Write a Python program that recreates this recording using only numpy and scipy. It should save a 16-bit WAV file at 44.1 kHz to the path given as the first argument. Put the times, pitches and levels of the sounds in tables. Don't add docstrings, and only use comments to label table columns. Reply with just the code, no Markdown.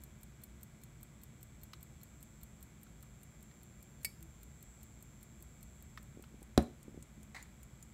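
import sys
import numpy as np
from scipy import signal
from scipy.fft import rfft, irfft, next_fast_len
from scipy.io import wavfile

SR = 44100
rng = np.random.default_rng(int(sys.argv[2]) if len(sys.argv) > 2 else 0)


def wav_record(signal):
    frames = np.transpose(np.atleast_2d(signal))
    bounded = np.clip(frames, -1, 1)
    quanta = np.round(bounded * 32767).astype(np.int16)
    wavfile.write(sys.argv[1], SR, quanta)


N = 349713
TIME = np.arange(N) / SR
AGE = TIME[:SR // 2]
SCATTER_DB = 3


def from_db(db):
    return 10 ** (np.asarray(db) / 20)


def rms_one(x):
    return x / np.sqrt(np.mean(x ** 2) + 1e-20)


def decay(t60):
    return np.exp(-np.log(1000) * AGE / t60)


def colour(white, spectrum):
    hz, db = np.transpose(spectrum)
    bins = np.fft.rfftfreq(len(white), 1 / SR)
    gain = from_db(np.interp(np.log(bins + 1e-9), np.log(hz), db, left=-np.inf, right=-np.inf))
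    return rms_one(irfft(rfft(white) * gain, len(white)))


def burst(spectrum, t60):
    return colour(rng.standard_normal(len(AGE)), spectrum) * decay(t60)


def ring(modes, vary_db=0, phase=0):
    return sum(from_db(db + vary_db * rng.normal()) * decay(t60) * np.sin(2 * np.pi * hz * AGE + phase)
               for hz, db, t60 in modes)


def add(out, s, sound):
    at = max(round(s * SR), 0)
    out[at:at + len(sound)] += sound[:max(N - at, 0)]


def high_pass(x, hz):
    return signal.sosfilt(signal.butter(2, hz, "high", fs=SR, output="sos"), x)


def along(curve, s):
    times, *columns = np.transpose(curve)
    return [np.interp(s, times, column) for column in columns]


# time in seconds, level of a drop in dB,
# lift above 11 kHz in dB.
FACING = [(0, -51.5, 7), (1.7, -52, 11), (2.5, -52, 10), (3.05, -55.5, 6), (3.6, -59.5, 5), (4.15, -52, 3),
          (4.5, -55.5, 7.5), (5.6, -53.5, 6.5), (6.1, -60, 4), (6.45, -55.5, -1), (7.1, -58.5, -2),
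          (7.9, -59.5, 9)]
# time in seconds, gain of its free modes in dB.
FREEDOM = [(0, -24), (6.8, -28), (7.03, -5), (7.25, -2.5), (7.43, 1.5), (7.93, 2)]
# lead of unlocking in seconds, gain in dB, lever gain in dB.
PALLETS = [(0.0192, 0, -17.5), (0.0206, 0.4, -21)]
# frequency in Hz, relative spectral density in dB.
CASE_SPECTRUM = [(2000, -13), (5000, -10.5), (6200, -13), (7200, 0), (8300, 4.5), (9600, 2), (10500, -7.5),
                 (11800, -2), (12700, -0.5), (14300, -1.5), (15500, -9), (16500, -33)]
# frequency in Hz,
# relative level in dB, t60 in seconds.
PALLET_MODES = [
    [(7000, -9, 0.028), (9700, -18, 0.036), (11600, -24, 0.022)],
    [(8160, -8, 0.027), (11000, -16, .03), (12350, -9, .03)],
]
FREE_CASE_MODES = [(7060, 6, 0.042), (9660, -4, 0.037), (8400, -14, .04)]
LEVER_MODES = [(3700, -3.5, .025), (4220, -1, 0.045), (5450, -3, .02)]


def beat(s, pallet, voice, t60=0.026, modes_db=-1.0, lever_follows=0.31, chance=0.83):
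    unlock_db, impulse_db, rebound_db, rebound_spread_db = -16, -21, -8.5, 4.5
    drop_db, bright_db = along(FACING, s)
    free_db, = along(FREEDOM, s)
    lead_s, pallet_db, lever_db = PALLETS[pallet]
    spectrum = [(hz, db + bright_db * (hz > 11000)) for hz, db in CASE_SPECTRUM]
    envelope = decay(t60) + from_db(2.0) * decay(0.0055)

    def contact(db):
        return from_db(db) * colour(voice + chance * rng.standard_normal(len(AGE)), spectrum) * envelope

    pallet_ring = from_db(modes_db) * ring(PALLET_MODES[pallet], SCATTER_DB)
    case_ring = from_db(free_db) * ring(FREE_CASE_MODES, SCATTER_DB)
    lever_gain = from_db(lever_db + lever_follows * bright_db)
    contacts = [
        (-lead_s, contact(unlock_db) + 0.78 * lever_gain * ring(LEVER_MODES, SCATTER_DB)),
        (-lead_s + rng.uniform(0.001, 0.0032), contact(impulse_db)),
        (-lead_s * rng.uniform(0.5, 0.6), contact(impulse_db)),
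        (0, contact(0) + pallet_ring + case_ring + lever_gain * ring(LEVER_MODES, SCATTER_DB)),
        (rng.uniform(0.0022, 0.0036), contact(rebound_db + rebound_spread_db * rng.normal()))]
    return [(lag, from_db(drop_db + pallet_db) * sound) for lag, sound in contacts]


# time in seconds, lag behind an even count in seconds.
BEAT_LAG = [(0, .0365), (.6, .036), (2.4, .032), (4.6, .0314), (5.3, .0293), (6.5, .0286), (7.2, .031)]


def escapement(beat_s, beat_error_s):
    out = np.zeros(N)
    voices = rng.standard_normal((2, len(AGE)))
    for k, count_s in enumerate(np.arange(0, TIME[-1], beat_s)):
        pallet = k % 2
        s = count_s + along(BEAT_LAG, count_s)[0] - beat_error_s * pallet
        for lag, sound in beat(s, pallet, voices[pallet]):
            add(out, s + lag, sound)
    return out


def mains_kicks(alternate_gain, skew_s, start_s, mains_hz=59.982):
    kicks = np.zeros(N)
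    for k in range(int(TIME[-1] * 2 * mains_hz)):
        at = (start_s + k / (2 * mains_hz) + skew_s * (k % 2)) * SR
        impulse = np.sinc(np.arange(-8, 9) - at % 1)
        add(kicks, int(at) / SR, alternate_gain ** (k % 2) * impulse)
    return kicks


# time in seconds, relative levels of lower and upper resonance in dB.
BUZZ_LEVELS = [(0.0, -74, -77), (0.4, -79.5, -77.5), (1.5, -79, -75.5), (2.27, -72.5, -74.5),
               (2.72, -76.5, -77), (3.5, -71, -80), (4.25, -72.5, -83), (4.7, -70, -69.5),
               (5.1, -71.5, -78.5), (5.8, -72, -73), (6.5, -79, -80.5), (7.93, -76.5, -74.5)]
# frequency in Hz, relative level in dB, t60 in seconds.
LAMP_LOWER_MODES = [(7300, -2.5, .022), (7380, 3.5, 0.021), (7480, 2, 0.025)]
LAMP_UPPER_MODES = [(7650, 21, 0.0078), (7480, -13.5, 0.0053)]
# frequency in Hz, relative spectral density in dB.
SIZZLE_SPECTRUM = [(4500, -16), (5400, 0.5), (5750, -14), (6050, 1), (6800, 0.5), (8600, -10), (9500, -4.5),
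                   (10150, -9), (11400, -16), (12500, -5), (13900, -9), (14900, -3), (15700, -6)]


def lamp(lower_gain_db, upper_gain_db, sizzle_db, sizzle_t60, sizzle_follows):
    swing = mains_kicks(alternate_gain=-0.95, skew_s=0.000005, start_s=0.0047)
    lower_db, upper_db = along(BUZZ_LEVELS, TIME)
    buzz = np.zeros(N)
    for db, modes in [(lower_db + lower_gain_db, LAMP_LOWER_MODES),
                      (upper_db + upper_gain_db, LAMP_UPPER_MODES)]:
        response = signal.fftconvolve(ring(modes), ring(modes))
        buzz += from_db(db) * rms_one(signal.fftconvolve(swing, response)[:N])
    shaking = mains_kicks(alternate_gain=0.7, skew_s=0, start_s=0.0045)
    sizzle = signal.fftconvolve(shaking, burst(SIZZLE_SPECTRUM, sizzle_t60))[:N]
    shade_db = sizzle_follows * (lower_db - lower_db.mean())
    return buzz + from_db(sizzle_db + shade_db) * rms_one(sizzle)


# frequency in Hz, relative spectral density in dB.
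RUMBLE_SPECTRUM = [(15, -58), (25, -16), (30, -30), (39, -9), (59, 2), (70, 0.5), (91, -9), (123, -2),
                   (155, -5.5), (188, -9.5), (215, -6.5), (258, -16), (353, -17.5), (450, -29), (580, -57),
                   (990, -120)]
AIR_SPECTRUM = [(240, -19), (400, -3), (470, 0), (655, 0.5), (795, -3.5), (1610, -4), (1820, -7.5),
                (2250, -3), (2700, -11), (3420, -10), (4290, -14), (4820, -16), (5200, -21), (6760, -36),
                (11400, -120)]
HISS_SPECTRUM = [(4300, -30), (5200, 0.5), (7500, 7), (9000, -1), (10700, -0.5), (13000, -2.5), (15000, -5),
                 (15700, -20), (15900, -42)]
# frequency in Hz, rms level in dB.
WHINES = [(215, -71.5), (2000, -86.5), (2331, -86.5), (3365, -88.5)]


def room_tone(rumble_db, air_db, hiss_db):
    bands = [(RUMBLE_SPECTRUM, rumble_db), (AIR_SPECTRUM, air_db), (HISS_SPECTRUM, hiss_db)]
    noise = sum(from_db(db) * colour(rng.standard_normal(next_fast_len(N)), spectrum)[:N]
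                for spectrum, db in bands)
    tones = sum(from_db(db) * np.sqrt(2) * np.sin(2 * np.pi * hz * TIME) for hz, db in WHINES)
    return noise + tones


# start in seconds, body gain in dB, body frequency in Hz,
# body width in octaves, treble gain in dB.
CLICKS = [(1.7335, -47.5, 1250, 0.23, -47), (2.8662, -57, 1250, 0.33, -68), (3.031, -56, 1270, 0.37, -70),
          (3.5126, -57.5, 1700, .8, -68), (5.9748, -36, 1450, 0.54, -49.5),
          (6.239, -54.5, 1310, 0.8, -58.5)]
# frequency in Hz, relative spectral density in dB.
CLICK_TREBLE = [(1800, -6), (2800, -3.5), (3900, -1), (4700, -7), (5600, -5), (7000, -16), (10000, -18),
                (16000, -19)]


def bow_and_hinge(body_t60, treble_t60):
    out = np.zeros(N)
    for s, body_db, hz, width, treble_db in CLICKS:
        hump = [(hz * 2 ** (width * step), -11 * abs(step)) for step in range(-2, 3)]
        body = from_db(body_db) * burst(hump, body_t60)
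        edge = from_db(treble_db) * burst(CLICK_TREBLE, treble_t60)
        add(out, s, body + edge)
    return high_pass(high_pass(out, hz=750), hz=750)


# start in seconds, relative level in dB.
SNAPS = [(4.047, -33.5), (4.0478, -32), (4.0517, -37.5), (4.054, -40)]
# frequency in Hz, relative spectral density in dB.
COVER_CRACK = [(500, -32), (1200, -27), (1900, -8), (2500, -3.5), (3500, -14.5), (4700, 4.5), (5300, 2.5),
               (5800, -16), (8000, 2), (10400, -14), (11400, 4.5), (13500, -2.5), (16000, -7)]
# frequency in Hz, relative level in dB, t60 in seconds.
COVER_MODES = [(1870, -13.5, 0.087), (2255, -1, 0.094), (2590, -10, 0.048), (4560, -5, 0.074),
               (4630, -25, 0.26), (5190, -17, .13), (5330, -26, .3), (6440, -12, 0.043), (7670, -4, 0.052),
               (8300, -3.5, .055), (11080, -6, .06), (11700, -8, .05), (11900, -11, .06), (13400, -13, .06),
               (14100, -16, .07), (15050, -12, .06)]


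def cover(crack_db, crack_t60, ring_db):
    out = np.zeros(N)
    for s, db in SNAPS:
        add(out, s, from_db(db + crack_db) * burst(COVER_CRACK, crack_t60))
    s, db = max(SNAPS, key=lambda snap: snap[1])
    add(out, s, from_db(db + ring_db) * ring(COVER_MODES))
    return out


# centre and length in seconds, level in dB, frequency in Hz.
RUBS = [(4.244, 0.092, -59.5, 327)]


def fingertip():
    out = np.zeros(N)
    for centre_s, length_s, db, hz in RUBS:
        swell = np.sin(np.pi * np.minimum(AGE / length_s, 1))
        add(out, centre_s - length_s / 2, from_db(db) * swell * np.sin(2 * np.pi * hz * AGE))
    return out


# frequency in Hz, relative level in dB, t60 in seconds.
BOX_MODES = [(74.4, -3.5, 0.14), (105, -6, 0.049), (131, -7, 0.14), (153, 2.5, 0.16), (214.4, 3, 0.12),
             (237, -2, 0.18), (280, 1.5, 0.06), (347, -7, 0.12), (393, 1, 0.02), (424, -10.5, 0.12),
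             (485, -12, 0.074), (556, -10, 0.16), (659, -7, .04), (730, -4.5, 0.08), (806, 8, 0.03),
             (1050, -12, 0.087), (1190, -3, 0.018)]


def box(pushes):
    out = np.zeros(N)
    response = ring(BOX_MODES, phase=np.pi / 2)
    for s, db, contact_s in pushes:
        force = np.sin(np.pi * np.minimum(AGE / contact_s, 1)) ** 2
        add(out, s, from_db(db) * signal.fftconvolve(response, force / force.sum())[:len(AGE)])
    return high_pass(out, hz=45.4)


# start in seconds, relative level in dB, contact time in seconds.
NUDGES = [(6.172, -48.5, 0.0022), (6.195, -51.5, 0.0021), (6.3415, -50.5, 0.0026), (6.419, -55.5, 0.0017),
          (6.8802, -44.5, 0.0026), (6.944, -51.5, 0.0021), (6.975, -45.5, 0.0023), (7.177, -55, 0.0027)]


def nudges(low_cut_hz):
    return high_pass(box(NUDGES), low_cut_hz)


# start in seconds, relative level in dB, contact time in seconds.
LANDING = [(6.5769, -34.5, 0.00038), (6.5779, -23, 0.0014), (6.5807, -26.5, 0.0017)]
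# frequency in Hz, relative spectral density in dB.
BOX_CRACK = [(300, -4), (700, 1), (1250, -2), (1900, -10.5), (2700, -12), (3800, -6.5), (5200, -12),
             (6700, -18), (8100, -17), (11200, -21), (13000, -27), (16000, -29)]
BOX_RATTLE = [(90, -1), (200, -2), (400, -6), (700, -4), (1050, -14), (1600, -17), (2500, -23), (3500, -27),
              (6000, -35), (12000, -38), (16000, -46)]


def landing(crack_db, crack_t60, rattle_db, rattle_t60):
    out = box(LANDING)
    touch_s = LANDING[0][0]
    add(out, touch_s, from_db(crack_db) * burst(BOX_CRACK, crack_t60))
    add(out, touch_s, from_db(rattle_db) * burst(BOX_RATTLE, rattle_t60))
    return out


# start in seconds, relative level in dB.
ROCKS = [(7.3462, -60), (7.3488, -43.5), (7.3630, -47), (7.3655, -46), (7.385, -63), (7.398, -65),
         (7.412, -58)]
# frequency in Hz, relative spectral density in dB.
ROCK_SCRAPE = [(400, -24), (800, 2), (1400, -2), (2100, 7.5), (2900, -13), (4200, -3.5), (5500, -13.5),
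               (7500, -8.5), (10000, -20), (16000, -27)]
# frequency in Hz, relative level in dB, t60 in seconds.
ROCK_MODES = [(1970, -8, 0.077), (2080, 4, 0.05), (2130, -7, 0.057), (4440, -16, .07)]


def rocking(scrape_db, scrape_t60, ring_db, chatter_db, chatter_t60):
    out = np.zeros(N)
    for s, db in ROCKS:
        scrape = from_db(scrape_db) * burst(ROCK_SCRAPE, scrape_t60)
        ringing = from_db(ring_db) * ring(ROCK_MODES, SCATTER_DB)
        add(out, s, from_db(db) * (scrape + ringing))
    add(out, ROCKS[0][0], from_db(chatter_db) * burst(ROCK_SCRAPE, chatter_t60))
    return out


def room(x, wet_db, t60):
    spectrum = [(100, -6), (400, 4.5), (3000, -0.5), (8000, 0.5), (16000, -5)]   # Hz, dB
    tail = burst(spectrum, t60) * (AGE > 0.004)
    return x + from_db(wet_db) * signal.fftconvolve(x, tail / np.linalg.norm(tail))[:N]


def scene():
    watch = escapement(beat_s=0.2, beat_error_s=0.0044)
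    snap = cover(crack_db=2.0, crack_t60=0.025, ring_db=-4.0)
    handling = bow_and_hinge(body_t60=0.023, treble_t60=0.036) + fingertip()
    knock = landing(crack_db=-20.5, crack_t60=0.015, rattle_db=-32, rattle_t60=0.14)
    touches = nudges(low_cut_hz=295)
    settling = rocking(scrape_db=-5.5, scrape_t60=0.04, ring_db=-4.0, chatter_db=-50.5, chatter_t60=0.38)
    buzz = lamp(lower_gain_db=1.5, upper_gain_db=3.0,
                sizzle_db=-78, sizzle_t60=0.019, sizzle_follows=0.34)
    foreground = room(watch + snap + handling + knock + touches + settling, wet_db=-19.5, t60=0.33)
    return (foreground + buzz + room_tone(rumble_db=-57, air_db=-69.5, hiss_db=-76.5))[None]


def record(dry):
    return signal.sosfilt(signal.ellip(10, 0.1, 80, 16300, fs=SR, output="sos"), dry)


dry = scene()
out = record(dry)
wav_record(out)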